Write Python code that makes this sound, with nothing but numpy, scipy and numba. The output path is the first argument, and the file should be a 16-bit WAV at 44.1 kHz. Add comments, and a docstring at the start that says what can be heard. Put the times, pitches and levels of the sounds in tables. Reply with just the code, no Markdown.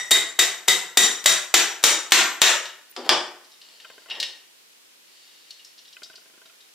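"""Sharp, ringing blows: a club hammer bends a thin steel rod over a vise jaw in a hard-walled workshop.
Each is a crack, ringing steel and a bench thud; then the hammer is dropped on the bench.
The rod is drawn out of the jaws and set in again with small steel ticks and scrapes.
A close stereo camera microphone adds hiss and its focus motor's steps, 25 a second;
its limiter squeezes every blow."""
import sys
import numpy as np
from scipy import signal
from scipy.fft import rfft, irfft, next_fast_len
from scipy.io import wavfile
from scipy.ndimage import uniform_filter1d
from numba import njit

SR = 44100
rng = np.random.default_rng(int(sys.argv[2]) if len(sys.argv) > 2 else 0)


def unload_wav(signal):
    """Save mono or channel-first audio to the path in sys.argv[1] as 16-bit WAV at rate SR, clipped to [-1, 1]."""
    wavfile.write(
        sys.argv[1],
        SR,
        np.round(np.clip(np.atleast_2d(signal).T, -1, 1) * 32767).astype(np.int16),
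    )


N = 297406
PREROLL = SR // 2  # samples before time zero


def amp(db):
    """dB to gain."""
    return 10 ** (np.asarray(db) / 20)


def unit_rms(x):
    """Scale to rms 1."""
    return x / np.sqrt(np.mean(x ** 2) + 1e-20)


def curve(points, hz):
    """Interpolate (freq_hz, value) points on a log axis."""
    freqs, values = np.transpose(points)
    return np.interp(np.log(hz + 1), np.log(freqs + 1), values)


def filtered(x, response):
    """Apply a complex frequency response."""
    n = x.shape[-1]
    size = next_fast_len(n + 8192)
    return irfft(rfft(x, size) * response(np.fft.rfftfreq(size, 1 / SR)), size)[..., :n]


def resonances(peaks):
    """Response of (freq_hz, width_hz, level_db) band-passes of alternating sign."""
    return lambda hz: sum((-1) ** k * amp(db) * 1j * hz * width / (centre**2 - hz**2 + 1j * hz * width)
                          for k, (centre, width, db) in enumerate(peaks))


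def stereo_pair(spectra, hz, correlation):
    """Mix two independent noise spectra to a given left-right correlation."""
    angle = np.arccos(np.clip(curve(correlation, hz), -1, 1))[:, None] / 2
    mid, side = np.cos(angle) * spectra[0], np.sin(angle) * spectra[1]
    return np.array([mid + side, mid - side])


def add(out, start_s, x):
    """Mix mono or stereo x into a track with preroll."""
    span = out[:, PREROLL + round(start_s * SR):][:, :x.shape[-1]]
    span += x[..., :span.shape[1]]


def onset(t, rise_s):
    """Soft start of a contact."""
    return (1 - np.exp(-t / rise_s)) ** 2


def ringing(modes, t, rise_s, scatter_db, blur_hz):
    """Damped sines of random strength; a wandering phase blurs each line."""
    hz, db, t60_s = np.transpose(modes)[:, :, None]
    db = db + scatter_db * rng.standard_normal(hz.shape)
    phase = rng.uniform(0, 2 * np.pi, hz.shape)
    hop = 64
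    walks = np.cumsum(rng.standard_normal((len(modes), len(t) // hop + 1)), axis=1)
    walks *= np.sqrt(2 * np.pi * blur_hz * hop / SR)
    phase = phase + np.array([np.interp(np.arange(len(t)) / hop, np.arange(len(w)), w) for w in walks])
    return (amp(db - 60 * t / t60_s) * np.sin(2 * np.pi * hz * t + phase)).sum(0) * onset(t, rise_s)


def crack(t, rise_s, decay_s, colour_db):
    """Contact noise: a decaying burst, whitened, then coloured."""
    envelope = onset(t, rise_s) * amp(-60 * t / decay_s)
    spectrum = rfft(rng.standard_normal(len(t)) * envelope)
    hz = np.fft.rfftfreq(len(t), 1 / SR)
    power = uniform_filter1d(np.abs(spectrum) ** 2, size=round(150 * len(t) / SR))
    burst = irfft(spectrum / np.sqrt(np.abs(power)) * amp(colour_db(hz)), len(t))
    burst *= onset(t, rise_s / 2) * np.exp(-t / decay_s)
    return burst * np.linalg.norm(envelope) / np.linalg.norm(burst)


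# room decay: freq_hz, t60_s
ROOM_T60 = [(150, 0.46), (500, 0.55), (1500, 0.57), (4000, 0.4), (8000, 0.44), (14000, 0.25)]
# room tail, left to right: freq_hz, correlation
ROOM_CORRELATION = [(60, 0.39), (180, 0.95), (550, 0.98), (1650, 0.78), (4970, 0.58), (15000, 0.18)]


def in_workshop(dry, wet_db, left_db=0, tail_samples=SR * 2 // 3):
    """Direct sound plus a fresh noise tail, each frequency dying at its own rate."""
    hz, t, noise = signal.stft(rng.standard_normal((2, tail_samples)), SR, nperseg=256)
    decay = amp(-60 * t / curve(ROOM_T60, hz)[:, None])
    impulse = signal.istft(stereo_pair(noise, hz, ROOM_CORRELATION) * decay, SR, nperseg=256)[1]
    impulse *= 1 - np.exp(-np.arange(impulse.shape[1]) / SR / 0.0011)  # reflections build up
    impulse *= amp(wet_db) / np.linalg.norm(impulse[0])
    impulse[:, 0] = 1  # direct path
    return signal.fftconvolve(dry[None], impulse, axes=1) * amp([[left_db / 2], [-left_db / 2]])


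# microphone hiss and still air: freq_hz, density_db
HISS_SPECTRUM = [(40, -24), (150, -11), (340, -2), (450, -2), (710, -6), (1430, -5), (2970, -1), (5000, -3),
                 (10000, -8), (15300, -12), (16500, -22)]
# hiss, left to right: freq_hz, correlation
HISS_CORRELATION = [(60, -0.021), (380, -0.47), (2380, -0.11), (15000, -0.0069)]


def hiss(level_db=-57.3):
    """Steady noise of the two capsules."""
    hz, _, white = signal.stft(rng.standard_normal((2, PREROLL + N + 512)), SR, nperseg=1024)
    spectra = stereo_pair(white, hz, HISS_CORRELATION) * amp(curve(HISS_SPECTRUM, hz))[:, None]
    noise = signal.istft(spectra, SR, nperseg=1024)[1][:, :PREROLL + N]
    return amp(level_db) * noise / np.sqrt(np.mean(noise.mean(0) ** 2))


# lens barrel: freq_hz, level_db, t60_s
LENS_MODES = [(413, 1.5, 0.023), (647, -8.5, 0.12), (1027, -6.5, 0.097), (1403, 4, 0.055), (1555, 7, 0.052),
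              (2080, 1.5, 0.057), (2526, 14, 0.023), (3060, 12, 0.034)]
# focus runs: start_s, step_count
MOTOR_RUNS = [(3.846, 6), (5.965, 15)]
# first steps of a run: level_db
RUN_UP_DB = [-38.5, -42, -54, -44]


def focus_motor(first_gap_s=0.053, step_s=0.0397, cruise_db=-51.5):
    """A bright kick, then soft, evenly spaced steps ring the lens barrel; no room."""
    out, t = np.zeros((2, PREROLL + N)), np.arange(SR // 8) / SR
    for start_s, step_count in MOTOR_RUNS:
        for k in range(step_count):
            delay_s = first_gap_s + (k - 1) * step_s if k else 0
            level_db = RUN_UP_DB[k] if k < len(RUN_UP_DB) else cruise_db + 3 * rng.standard_normal()
            db_per_octave = -5 if k else 3
            modes = [(hz, db + db_per_octave * np.log2(hz / 900), t60) for hz, db, t60 in LENS_MODES]
            colour = lambda hz: (db_per_octave + 2) * np.log2((hz + 300) / 900) * (hz > 600)
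            step = ringing(modes, t, rise_s=0.002, scatter_db=3, blur_hz=49.4)
            step += amp(-1) * crack(t, 0.0014, 0.024, colour)
            step /= np.abs(step).max()
            add(out, start_s + delay_s, amp(level_db + 6) * step * amp([[0.4], [-0.4]]))
    return out


# bench top: freq_hz, width_hz, level_db
BENCH_MODES = [(181, 14, -8.5), (242, 41, -14), (344, 44, 2.5), (464.4, 244, -0.5), (930, 415, 0.5)]


def bench_thud(t):
    """One short push into the bench top."""
    knock = filtered(np.exp(-t / 0.00031), resonances(BENCH_MODES))
    return knock / np.abs(knock).max()


def bench_rumble(t, t60_s=0.1):
    """The bench top shakes under a heavy weight."""
    shake = rng.standard_normal(len(t)) * onset(t, 0.0099) * amp(-60 * t / t60_s)
    wood = filtered(shake, lambda hz: resonances(BENCH_MODES)(hz) / (1 + 1j * hz / 450))
    return wood / np.abs(wood).max()


# rod and vise jaws: freq_hz, level_db, t60_s
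JAW_MODES = [(1855, 7.5, 0.04), (2877, 3, 0.081), (3200, 0, 0.065), (3775, -1.5, 0.11), (4205, -1.5, 0.04),
             (4310, 3.5, 0.034), (4825, -0.5, 0.074), (5300, -4, 0.21), (5700, -3.5, 0.13),
             (7040, 1, 0.014), (7700, 1, 0.025), (9100, -16, .04), (12600, -15, .04)]
# the hammer settles, the vise opens, the rod comes out and slides through the fingers:
# start_s, rise_s, fall_s, level_db, bench_db, centre_hz
SCRAPES = [(3.036, 0.028, 0.026, -36.5, 6, 3580), (3.6, 0.036, 0.98, -52.5, -13, 4160),
           (3.779, .05, 0.3, -54, -16, 3530), (4.07, 0.035, 0.25, -39.5, -3, 2770),
           (4.95, 0.27, 1.0, -52.5, -30, 4100)]


def scrapes(swing_db=28, grit_db=3.5):
    """Rough contact: noise with a grainy envelope excites the steel and the bench."""
    out, t = np.zeros((2, PREROLL + N)), np.arange(SR) / SR
    for start_s, rise_s, fall_s, level_db, bench_db, centre_hz in SCRAPES:
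        peaks = [(hz, 200, db - 16 * abs(np.log2(hz / centre_hz))) for hz, db, _ in JAW_MODES]
        grains = unit_rms(uniform_filter1d(rng.standard_normal(len(t)), size=90))
        grit = rng.standard_normal((2, len(t))) * amp(grit_db * grains)
        steel = unit_rms(filtered(grit[0], resonances(peaks)))
        wood = unit_rms(filtered(grit[1], resonances(BENCH_MODES)))
        stroke_db = level_db - swing_db * np.maximum((rise_s - t) / rise_s, (t - rise_s) / fall_s) ** 2
        stroke = amp(stroke_db - 5.5) * (steel + amp(bench_db) * wood)
        add(out, start_s, in_workshop(stroke, wet_db=-0.7, left_db=2.2))
    return out


# bracelet links: freq_hz, level_db, t60_s
LINK_MODES = [(9700, -14, 0.023), (14200, -7, 0.016), (14900, -7, .02)]
# links touch: start_s, level_db
LINK_TOUCHES = [(2.897, -37), (2.905, -36), (2.912, -31), (2.917, -44)]


def bracelet():
    """Links touch in one brief, high jingle."""
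    out, t = np.zeros((2, PREROLL + N)), np.arange(SR // 6) / SR
    for start_s, level_db in LINK_TOUCHES:
        ring = ringing(LINK_MODES, t, rise_s=0.00064, scatter_db=3, blur_hz=90)
        add(out, start_s, amp(level_db) * ring)
    return out


# small steel contacts: start_s, level_db, centre_hz, rise_ms
TICKS = [(2.6544, -22.5, 3900, 1.4), (2.6944, -34, 2960, 0.6), (2.9244, -46, 2390, 0.55),
         (3.4436, -43, 4400, 0.97), (3.5149, -40, 4440, 1.9), (3.5374, -45, 3500, 1.4),
         (3.6142, -36, 3740, 1.1), (3.7993, -35, 3160, 0.78), (4.098, -23, 3350, 2.2),
         (4.105, -11.5, 2860, 5.1), (4.148, -24, 3220, 2.8), (4.2, -14.5, 4200, 0.78),
         (4.2268, -11, 3440, 1.2), (4.2894, -46, 3000, 1.7), (5.506, -29.5, 4240, 0.78),
         (5.5922, -39, 3100, 2.4), (5.6471, -36, 5300, 0.55), (5.7758, -32, 4640, 4),
         (5.7877, -34, 3850, 2.2), (5.8501, -37.5, 3800, 2.2), (5.8755, -35.5, 3740, 2.4),
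         (5.9254, -31.5, 3960, 2.7), (6.0312, -26.5, 4740, 1.5), (6.1285, -41, 2920, 2.5),
         (6.1539, -29.5, 4630, 2.8), (6.4557, -40, 3800, 1.2), (6.6019, -36.5, 3770, 4.3)]


def rod_ticks(held_from_s=4.6):
    """Light contacts ring the steel modes near centre_hz; softer ones click duller."""
    out, t = np.zeros((2, PREROLL + N)), np.arange(SR // 6) / SR
    for start_s, level_db, centre_hz, rise_ms in TICKS:
        rise_s = rise_ms / 1000
        t60_scale = 0.91 if start_s < held_from_s else 0.74  # loose in the jaws, then in the fingers
        rolloff_db = lambda hz: -16 * np.abs(np.log2((hz + 1) / centre_hz))
        modes = [(hz, db + rolloff_db(hz), t60 * t60_scale) for hz, db, t60 in JAW_MODES]
        ring = amp(-9.5) * ringing(modes, t, rise_s, scatter_db=2.4, blur_hz=40)
        click = amp(-6) * crack(t, rise_s, 0.041, lambda hz: (0.7 + 0.25 * rise_ms) * rolloff_db(hz))
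        tick = in_workshop(ring + click, wet_db=-4, left_db=1.5, tail_samples=SR // 3)
        add(out, start_s, amp(level_db) * tick)
    return out


# hammer on the bench: freq_hz, density_db
DROP_SPECTRUM = [(60, -78.5), (170, -49.5), (340, -27.5), (880, -0.5), (2600, -5), (3400, 4), (4100, -7.5),
                 (4850, 4), (5800, -8), (9600, -21), (10300, -27), (12000, -31), (16500, -35)]
# bench contacts: start_s, level_db, rumble_db, db_per_octave
DROPS = [(2.964, -25.5, -5, -0.3), (3.0922, -2.5, -15.5, -0.3)]


def hammer_drop():
    """The hammer touches the bench, then lands: each a crack over a wooden rumble."""
    out, t = np.zeros((2, PREROLL + N)), np.arange(SR // 2) / SR
    for start_s, level_db, rumble_db, db_per_octave in DROPS:
        colour = lambda hz: curve(DROP_SPECTRUM, hz) + db_per_octave * np.log2((hz + 50) / 2000)
        impact = crack(t, 0.000083, 0.024, colour) + amp(rumble_db) * bench_rumble(t)
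        add(out, start_s, amp(level_db) * in_workshop(impact, wet_db=0.73))
    return out


# rod modes: freq_hz
ROD_HZ = [1890, 1942, 2000, 2045, 3100, 3610, 3728, 3757, 3935, 4520, 5795, 6190, 6955, 7190, 7285, 7800]
# same modes: level_db, t60_s
ROD_DECAYS = [(-17, 0.24), (-1, 0.28), (-4, 0.28), (-7, 0.3), (-12.5, 0.34), (-6, 0.085), (0.5, 0.18),
              (3, 0.23), (-22, 0.43), (-4.5, 0.11), (-0.5, 0.39), (-6, 0.24), (2, 0.26), (-0.5, 0.17),
              (-0.5, 0.083), (-1.5, 0.21)]
# same modes, those of one group ring up together: group_index
ROD_GROUPS = [0, 0, 0, 0, 1, 1, 0, 1, 1, 1, 2, 2, 2, 1, 1, 0]
# hammer head: freq_hz, level_db, t60_s
HEAD_MODES = [(11840, -47, .65), (13790, -49, .35)]


def steel_ring(t, rise_s, group_db):
    """The rod's wavering modes plus the hammer head's clear, high ring."""
    modes = [(hz, db + group_db[group], t60)
             for hz, group, (db, t60) in zip(ROD_HZ, ROD_GROUPS, ROD_DECAYS)]
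    rod = amp(-27.5) * ringing(modes, t, rise_s, scatter_db=1.8, blur_hz=28)
    return rod + ringing(HEAD_MODES, t, rise_s, scatter_db=1.8, blur_hz=9)


# blow on the free rod: freq_hz, density_db
FREE_SPECTRUM = [(60, -21), (150, -17.5), (410, -20), (1410, -12), (1950, -10), (3200, -7.5), (3750, -3.5),
                 (4300, -9.5), (5900, -6.5), (7300, -7), (9600, -7.5), (10200, -23.5), (11200, -15),
                 (15100, -14.5), (16500, -47.5)]
# blow through to the jaw: freq_hz, density_db
SEATED_SPECTRUM = [(60, -56), (180, -38.5), (800, -9.5), (1500, 5.5), (3860, 4.5), (5200, -5), (7000, -2.5),
                   (9600, -27), (10200, -15), (11200, -26), (13500, -14), (15500, -32.5), (16500, -31)]
# blows: start_s, level_db, seated_fraction, group0_db, group1_db, group2_db
BLOWS = [(-.178, 1, 0, 13, 5, 7.5), (0.1128, -2.5, 0.12, 6.5, 11.5, -28), (.389, -2, 0.2, 1, 6.5, -6),
         (0.68, -2, 0.18, 1.5, 7, -30), (.971, 2, 0.044, -0.5, 6.5, 2.5), (1.032, -17.5, 0.78, -25, 21, 14),
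         (1.258, 1, 0.14, 0, 5.5, 0), (1.540, 2.5, 0.36, -7, 0.5, -4), (1.838, 3, 0.21, -20, 1, -0.5),
         (2.120, 7, 0.5, -18, -17.5, -35), (2.417, 5, 0.46, -10, 3.5, -7.5)]
# the face grazes the rod ahead of a blow: start_s, level_db
GRAZES = [(0.1083, -13.5), (0.677, -31), (1.241, -28), (1.829, -29.5), (2.107, -34), (2.412, -35)]


def hammer_blows(first_rise_ms=2.98, hardening_ms_per_s=1.06, thud_db=-18):
    """A crack that darkens as the rod seats on the jaw, ringing steel and a bench thud."""
    out, t = np.zeros((2, PREROLL + N)), np.arange(SR // 2) / SR
    free_colour = lambda hz: curve(FREE_SPECTRUM, hz)
    for start_s, level_db, seated, *group_db in BLOWS:
        rise_s = (first_rise_ms - hardening_ms_per_s * start_s) / 1000  # harder as the rod bends
        colour = lambda hz: (1 - seated) * free_colour(hz) + seated * curve(SEATED_SPECTRUM, hz)
        ring = steel_ring(t, rise_s, group_db)
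        impact = crack(t, rise_s, 0.023 + 8 * rise_s, colour) + ring + amp(thud_db) * bench_thud(t)
        add(out, start_s, amp(level_db) * in_workshop(impact, wet_db=2.39))
        # extra dry ring keeps the steel tones clear and even
        add(out, start_s, amp(level_db + 4) * ring)
    for start_s, level_db in GRAZES:
        add(out, start_s, amp(level_db) * crack(t[:SR // 10], 0.0003, 0.089, free_colour))
    return out


# hammer balance: freq_hz, left_minus_right_db
HAMMER_BALANCE = [(60, -5.5), (120, 7.5), (240, 1.5), (480, 1.5), (950, 2), (1890, 2), (3770, 0.0),
                  (7520, 6), (15000, -3.5)]
# hammer phase: freq_hz, left_lead_rad
HAMMER_PHASE = [(3200, 0), (5250, -0.36), (6800, -1.4), (7750, -0.82), (9800, 1), (11000, -0.43)]


def hammer():
    """Blows and drop, reaching the two capsules at unequal level and phase."""
    sides = np.array([[0.5], [-0.5]])
    gain = lambda hz: amp(curve(HAMMER_BALANCE, hz) * sides)
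    phase = lambda hz: curve(HAMMER_PHASE, hz) * sides
    return filtered(hammer_blows() + hammer_drop(), lambda hz: gain(hz) * np.exp(1j * phase(hz)))


def scene():
    """Stereo sum of all sources, preroll removed."""
    return (hammer() + rod_ticks() + bracelet() + scrapes() + focus_motor() + hiss())[:, PREROLL:]


@njit
def follow(level, attack_s, release_s):
    """One-pole envelope follower."""
    out = np.zeros(len(level))
    now = 0.0
    for i in range(len(level)):
        now += (level[i] - now) / (SR * (attack_s if level[i] > now else release_s))
        out[i] = now
    return out


def record(dry):
    """The limiter reacts late, so the first peaks saturate; then a low cut and a band limit."""
    threshold_db, ceiling, low_hz, top_hz = -7, 0.93, 130, 16800
    envelope = follow(np.abs(dry).max(0), attack_s=0.0008, release_s=0.033)
    limited = dry * np.maximum(envelope / amp(threshold_db), 1) ** -0.85
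    saturated = limited / (1 + np.abs(limited / ceiling) ** 8) ** (1 / 8)
    low_cut = lambda hz: (1j * hz / low_hz) ** 2 / (1 + 1.4j * hz / low_hz - (hz / low_hz) ** 2)
    high_cut = lambda hz: (hz < top_hz) / (1 + (hz / 15700) ** 40)
    return filtered(saturated, lambda hz: low_cut(hz) * high_cut(hz))


dry = scene()
out = record(dry)
unload_wav(out)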